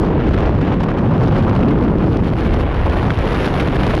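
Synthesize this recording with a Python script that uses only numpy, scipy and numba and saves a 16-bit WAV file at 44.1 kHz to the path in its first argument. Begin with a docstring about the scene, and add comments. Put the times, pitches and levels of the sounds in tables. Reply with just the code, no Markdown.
"""Open sky, in freefall: air tears past a small camera on a skydiver circling a partner.
Big eddies thump the microphone and smaller ones roar. Fine turbulence rides on top in ragged
bursts of rush, tear and fizz, with sharp slaps and crackles. As the camera swings round to the
front the roar thins and the hiss grows. A fast limiter holds the level."""
import sys
import numpy as np
from scipy import signal
from scipy.fft import rfft, irfft
from scipy.io import wavfile
from scipy.ndimage import uniform_filter1d, minimum_filter1d
from numba import njit

SR = 44100
rng = np.random.default_rng(int(sys.argv[2]) if len(sys.argv) > 2 else 0)


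def generate_wav(signal):
    """Clip the signal to [-1, 1] and save it as 16-bit WAV at the path in sys.argv[1]."""
    frames = np.transpose(np.atleast_2d(signal))
    scaled = np.clip(frames, -1, 1) * 32767
    pcm = np.round(scaled).astype(np.int16)
    wavfile.write(sys.argv[1], SR, pcm)


N = 176400

# tone colour of the wind, shaping each band from within (f/Hz, level/dB)
WIND_COLOUR = [(16, -16), (28, 0), (55, 2), (130, -3), (200, -4), (300, -3), (520, -11), (1050, -17),
               (1800, -26.5), (2900, -32.5), (4000, -42), (5500, -52), (7000, -61.5), (8400, -67.5),
               (10400, -63.5), (12000, -69.5), (13300, -75), (14300, -92.5)]
# fader ride of the bass rumble, the biggest eddies (t/s, level/dB)
RUMBLE_RIDE = [(0.0, -21), (0.24, -25), (0.3, -16.5), (0.6, -22.5), (0.99, -27), (1.08, -25), (1.38, -22),
               (1.77, -22), (2.16, -21.5), (2.31, -24.5), (2.4, -21), (2.46, -23.5), (2.52, -14.5),
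               (2.73, -23), (2.85, -14.5), (3.03, -21.5), (3.54, -23.5), (3.99, -23)]
# fader ride of the upper-bass buffeting (t/s, level/dB)
BUFFET_RIDE = [(0.0, -17), (0.25, -15.5), (0.42, -18), (0.6, -13.5), (0.8, -16.5), (0.88, -16.5),
               (0.97, -17.5), (1.03, -12.5), (1.15, -13), (1.23, -10.5), (1.52, -14), (1.66, -10.5),
               (1.76, -13.5), (1.81, -19.5), (1.9, -14.5), (1.98, -14.5), (2.07, -12.5), (2.16, -15.5),
               (2.24, -14), (2.4, -18.5), (2.46, -15), (2.62, -20.5), (2.7, -25.5), (2.82, -21.5),
               (2.87, -22), (2.97, -24), (3.06, -14.5), (3.17, -19), (3.4, -21), (3.87, -16.5), (3.99, -20)]
# fader ride of the low-mid roar (t/s, level/dB)
ROAR_RIDE = [(0.0, -19.5), (0.27, -19.5), (0.57, -21.5), (0.72, -18.5), (0.84, -24.5), (0.99, -21),
             (1.59, -16), (1.68, -12.5), (1.85, -13.5), (1.92, -16), (2.06, -15.5), (2.25, -19.5),
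             (2.61, -21.0), (2.73, -30.5), (2.88, -24), (3.06, -24), (3.15, -27), (3.27, -21.5),
             (3.99, -21)]
# shelf on the roar's upper half, dipping so that it deepens at its climax (t/s, gain/dB)
ROAR_SHELF = [(0, 4.5), (1.8, -3.5), (2.7, 2.5), (4, 1)]
# fader ride of the midrange rush (t/s, level/dB)
RUSH_RIDE = [(0.0, -23), (0.33, -26.5), (0.48, -22), (0.57, -28.5), (0.72, -22), (0.78, -30), (0.81, -24),
             (1.05, -24.5), (1.18, -22), (1.62, -22.5), (1.92, -24.5), (1.98, -27), (2.04, -21.5),
             (2.1, -30), (2.16, -24.5), (2.22, -28.5), (2.43, -26), (2.52, -27.5), (2.58, -24.5),
             (2.66, -27), (2.74, -23.5), (2.78, -27), (2.94, -21.5), (3.08, -23), (3.15, -29),
             (3.24, -23.5), (3.6, -23), (3.72, -24.5), (3.88, -23.5), (3.93, -22.5), (3.99, -26.5)]
# fader rides of the tearing hiss (t/s, treble level/dB, top level/dB)
HISS_RIDE = [(0.0, -39, -54), (0.03, -39, -53.5), (0.15, -38.5, -62), (0.23, -34.5, -58), (0.3, -34.5, -51),
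             (0.48, -34, -53), (0.54, -41, -60.5), (0.6, -36.5, -55), (0.72, -34.5, -55.5),
             (0.78, -40, -58), (0.84, -33.5, -49.5), (0.87, -42, -60), (0.9, -34.5, -55),
             (0.96, -41.5, -64), (0.99, -34.5, -52), (1.02, -41, -57.5), (1.17, -37, -56),
             (1.23, -36.5, -50.5), (1.32, -35.5, -54), (1.38, -32, -50), (1.47, -39.5, -56.5),
             (1.5, -34.5, -53.5), (1.68, -37, -56), (1.71, -34, -53.5), (1.8, -43, -64), (1.83, -35.5, -56),
             (1.95, -43, -61.5), (2.04, -36, -55), (2.1, -44, -56), (2.16, -35.5, -54.5), (2.22, -43, -58),
             (2.25, -33.5, -54.5), (2.31, -40.5, -56.5), (2.46, -32, -51.5), (2.49, -34, -56.5),
             (2.61, -34, -49.5), (2.64, -36, -60.5), (2.94, -32.5, -51), (3.18, -32.5, -50.5),
             (3.48, -28.5, -45), (3.51, -34, -51), (3.6, -27, -44), (3.66, -32.5, -51),
             (3.93, -28.5, -46.5), (3.99, -35.5, -51.5)]
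# shelf on the very top, opening as the camera comes round (t/s, gain/dB)
SHEEN_SHELF = [(0, -6), (1.8, 0.5), (2.6, 4), (4, 4.5)]
# raggedness of the flow, scaling the swells and the spread of crackle levels (t/s, factor)
RAGGEDNESS = [(0, 1.17), (2.1, 1.6), (3.2, 1.2), (4, 1.6)]
# the strongest slaps of air (t/s, half-length/s, mid swell/dB, treble swell/dB, top swell/dB)
AIR_SLAPS = [(0.29, .002, 1.5, 2.5, 7), (0.343, 0.0054, 0, 8, 11.5), (0.379, 0.0016, 0.5, 10.5, 9),
             (0.406, .003, 4.5, 2.5, 10), (0.461, .002, -0.5, -1, 6), (0.495, .002, 5, 1.5, 7.5),
             (0.542, 0.001, 5, 0, 3), (0.616, .005, 3, 5, 6.5), (0.679, 0.0014, 9, 7.5, 6),
             (0.74, 0.0033, 6, 3.5, 6), (0.806, 0.0049, 8.5, 9.5, 10), (0.838, 0.006, 3.5, 4.5, 8),
             (0.889, .003, 8, 5.5, 9), (0.917, 0.0013, 12.5, 8, 9), (0.987, 0.0023, 5.5, 4, 8.5),
             (1.035, .002, 7.5, 9, 7.5), (1.139, 0.0025, -2.5, 8.5, 8.5), (1.238, 0.0031, 4, 10, 9.5),
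             (1.282, 0.00086, -3.5, 6, 14), (1.384, 0.0049, 3, 0.5, 6), (1.498, 0.0018, 2.5, 4.5, 8.5),
             (1.564, 0.0013, 9, 10.5, 10), (1.633, 0.0028, 2.5, 11.5, 8.5), (1.691, 0.0017, -1, 4, 8),
             (1.711, 0.0022, 1, 3.5, 6.5), (1.838, 0.0032, 2.5, 2.5, 7), (1.882, .002, 0, 9, 6),
             (1.956, 0.0013, 8, 8, 10.5), (2.17, 0.0013, -4.5, 3.5, 14.5), (2.27, .003, 3.5, 2, 9),
             (2.386, .002, 5, 8.5, 6.5), (2.543, .002, 4, 3, 12), (2.746, 0.0018, -0.5, 8, 10),
             (2.866, 0.0018, 6, 3, 8.5), (2.971, 0.0035, 8, 5, 4.5), (3.106, 0.0018, 3.5, 15.5, 12.5),
             (3.19, .002, 6.5, 3, 10.5), (3.466, 0.0018, 0.5, 4, 6), (3.542, 0.002, 7, 12, 9.5),
             (3.602, .003, -2.5, 7.5, 5.5), (3.676, 0.0023, 3, 5.5, 7.5), (3.759, .0025, 3, 3.5, 9),
             (3.835, 0.0016, 1.5, 8, 5.5), (3.907, 0.0027, 4.5, 9.5, 6), (3.939, .006, 9.5, 4.5, 0.5),
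             (3.953, .002, 6.5, 4, 8), (3.978, 0.0016, 14, 10.5, 11.5)]

# trims added to the rides
RUMBLE_DB, BUFFET_DB, ROAR_DB = 2.5, -1.5, -1
RUSH_DB, TEAR_DB, FIZZ_DB, CRACKLE_DB = 0.5, 1.5, 2.5, 4
GUST_HZ, FLUTTER_HZ, BURST_HZ = 22, 129, 545  # how fast the turbulence swells, at three eddy sizes
GUST_DB, FLUTTER_DB, BURST_DB = 1.16, 2, 3.5  # how far, before raggedness scales it
SWELL_CAP_DB = 7.5  # slaps may go higher
SLAP_LIFT_DB, SLAP_GRAIN = 2, 0.37  # grain: share of the fastest flicker heard inside a slap
CRACKLES_PER_S, CRACKLE_SPREAD_DB = 220, 6.5
LIMIT, LIMIT_ATTACK_S, LIMIT_RELEASE_S, CEILING = 0.37, 0.0016, 0.0094, 0.54


def buffeting():
    """The weight of the wind: big eddies thump and buffet the microphone, smaller ones roar."""
    rumble = eddies(lo_hz=24.1, hi_hz=99, evenness=0.2) * undb(curve(RUMBLE_RIDE) + RUMBLE_DB)
    buffet = eddies(lo_hz=99, hi_hz=210, evenness=0.7) * undb(curve(BUFFET_RIDE) + BUFFET_DB)
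    roar = eddies(lo_hz=210.6, hi_hz=492, evenness=0.61) * undb(curve(ROAR_RIDE) + ROAR_DB)
    return rumble + buffet + shelf(roar, hz=290, gain_db=curve(ROAR_SHELF))


def eddies(lo_hz, hi_hz, evenness):
    """Low pressure swings on the microphone port; evenness, 0 to 1, irons out their strength."""
    pressure = band(rng.standard_normal(N), lo_hz, hi_hz)
    power = uniform_filter1d(np.abs(signal.hilbert(pressure)) ** 2, size=4400)
    return unit(pressure / power ** (evenness / 2))


def rushing(mids_db, treble_db, top_db):
    """Fine turbulence: rush, tear and fizz burst together, the higher the more sharply."""
    air = rng.standard_normal((3, N))
    fizz_swell_db = np.maximum(top_db + 1.6 * walk(hz=400), -3)
    rush = band(air[0] * surge(mids_db, depth=0.95), lo_hz=440, hi_hz=1513)
    tear = band(air[1] * surge(treble_db), lo_hz=1440, hi_hz=4240)
    fizz = band(air[2] * surge(fizz_swell_db, depth=1.1), lo_hz=4560, hi_hz=14500)
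    rush *= undb(curve(RUSH_RIDE) + RUSH_DB)
    tear *= undb(curve(HISS_RIDE) + TEAR_DB)
    fizz *= undb(curve(HISS_RIDE, column=2) + FIZZ_DB)
    return shelf(rush + tear + fizz, hz=9100, gain_db=curve(SHEEN_SHELF))


def turbulence():
    """Eddies within eddies: swells in dB for mids, treble and top; each slap briefly takes over."""
    t = np.arange(N) / SR
    burst_db = BURST_DB * walk(BURST_HZ)
    flow_db = curve(RAGGEDNESS) * (GUST_DB * walk(GUST_HZ) + FLUTTER_DB * walk(FLUTTER_HZ) + burst_db)
    flow_db = np.minimum(flow_db, SWELL_CAP_DB * np.tanh(flow_db / SWELL_CAP_DB))  # dips stay deep
    rush_db = np.minimum(flow_db + 1.2 * walk(hz=110), SWELL_CAP_DB)
    swell_db = np.array([rush_db, flow_db, flow_db])
    for at, width_s, mids_db, treble_db, top_db in AIR_SLAPS:
        slap = np.exp(-.5 * ((t - at) / width_s) ** 2)
        peak_db = np.array([[mids_db], [treble_db], [top_db]]) + SLAP_LIFT_DB + SLAP_GRAIN * burst_db
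        swell_db = swell_db * (1 - slap) + slap * peak_db
    return swell_db


def crackling(swell_db):
    """The sharpest eddies snap at the port, loudest inside the bursts."""
    snaps = (rng.random(N) < CRACKLES_PER_S / SR) * rng.choice([-1, 1], N)
    sizes = undb(CRACKLE_SPREAD_DB * curve(RAGGEDNESS) * np.minimum(rng.exponential(size=N), 2.4))
    clicks = snaps * sizes * surge(np.minimum(swell_db, 5))
    return band(clicks, lo_hz=3240, hi_hz=14500) * undb(curve(HISS_RIDE, column=2) + CRACKLE_DB)


def surge(swell_db, depth=1.0):
    """Gain that rides the turbulence while the mean power stays even."""
    gain = undb(depth * swell_db)
    mean_power = uniform_filter1d(uniform_filter1d(gain ** 2, size=3000), size=3000)
    return gain / np.sqrt(mean_power)


def band(x, lo_hz, hi_hz):
    """Steep band-pass tinted with the wind's colour; rms 1."""
    f = np.maximum(np.arange(N // 2 + 1) * SR / N, 1)
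    hz, db = np.array(WIND_COLOUR).T
    colour = undb(np.interp(np.log(f), np.log(hz), db))
    edges = 1 / np.sqrt((1 + (lo_hz / f) ** 10) * (1 + (f / hi_hz) ** 10))
    return unit(irfft(rfft(x) * colour * edges, N))


def shelf(x, hz, gain_db):
    """A moving shelf EQ on everything above hz."""
    low = signal.sosfiltfilt(signal.butter(5, hz, fs=SR, output="sos"), x)
    return low + (x - low) * undb(gain_db)


def walk(hz):
    """Random modulation, mostly between hz / 10 and hz; rms 1."""
    f = np.arange(N // 2 + 1) * SR / N
    response = f / (f + hz / 10) / np.sqrt(1 + (f / hz) ** 4)
    return unit(irfft(rfft(rng.standard_normal(N)) * response, N))


def curve(rows, column=1):
    """An automation lane: one column of a table, joined by straight lines in time."""
    rows = np.array(rows)
    return np.interp(np.arange(N) / SR, rows[:, 0], rows[:, column])


def undb(db):
    """Decibels to gain."""
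    return 10 ** (np.asarray(db) / 20)


def unit(x):
    """Scale to rms 1."""
    return x / np.sqrt(np.mean(x ** 2))


@njit
def follow(x, attack, release):
    """The limiter's peak follower; attack and release are the share of the gap closed per sample."""
    envelope, level = np.empty(len(x)), 0.
    for i in range(len(x)):
        level += (x[i] - level) * (attack if x[i] > level else release)
        envelope[i] = level
    return envelope


def scene():
    """All the wind at one microphone; rush and crackle share the same turbulence."""
    mids_db, treble_db, top_db = turbulence()
    air = rushing(mids_db, treble_db, top_db)
    return (buffeting() + air + crackling(top_db))[None]


def record(dry):
    """The camera: a fast look-ahead limiter, a soft clip and a steep high cut at 14 kHz."""
    attack = 1 - np.exp(-1 / (LIMIT_ATTACK_S * SR))
    release = 1 - np.exp(-1 / (LIMIT_RELEASE_S * SR))
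    peak = follow(np.abs(dry[0]), attack, release)
    gain = LIMIT / np.maximum(peak, LIMIT)
    gain = uniform_filter1d(minimum_filter1d(gain, size=129), size=129)  # ducks just ahead of a peak
    held = dry * gain
    clipped = held / (1 + (held / CEILING) ** 6) ** (1 / 6)
    return signal.sosfilt(signal.ellip(8, .2, 70, 14000, fs=SR, output="sos"), clipped)


dry = scene()
out = record(dry)
generate_wav(out)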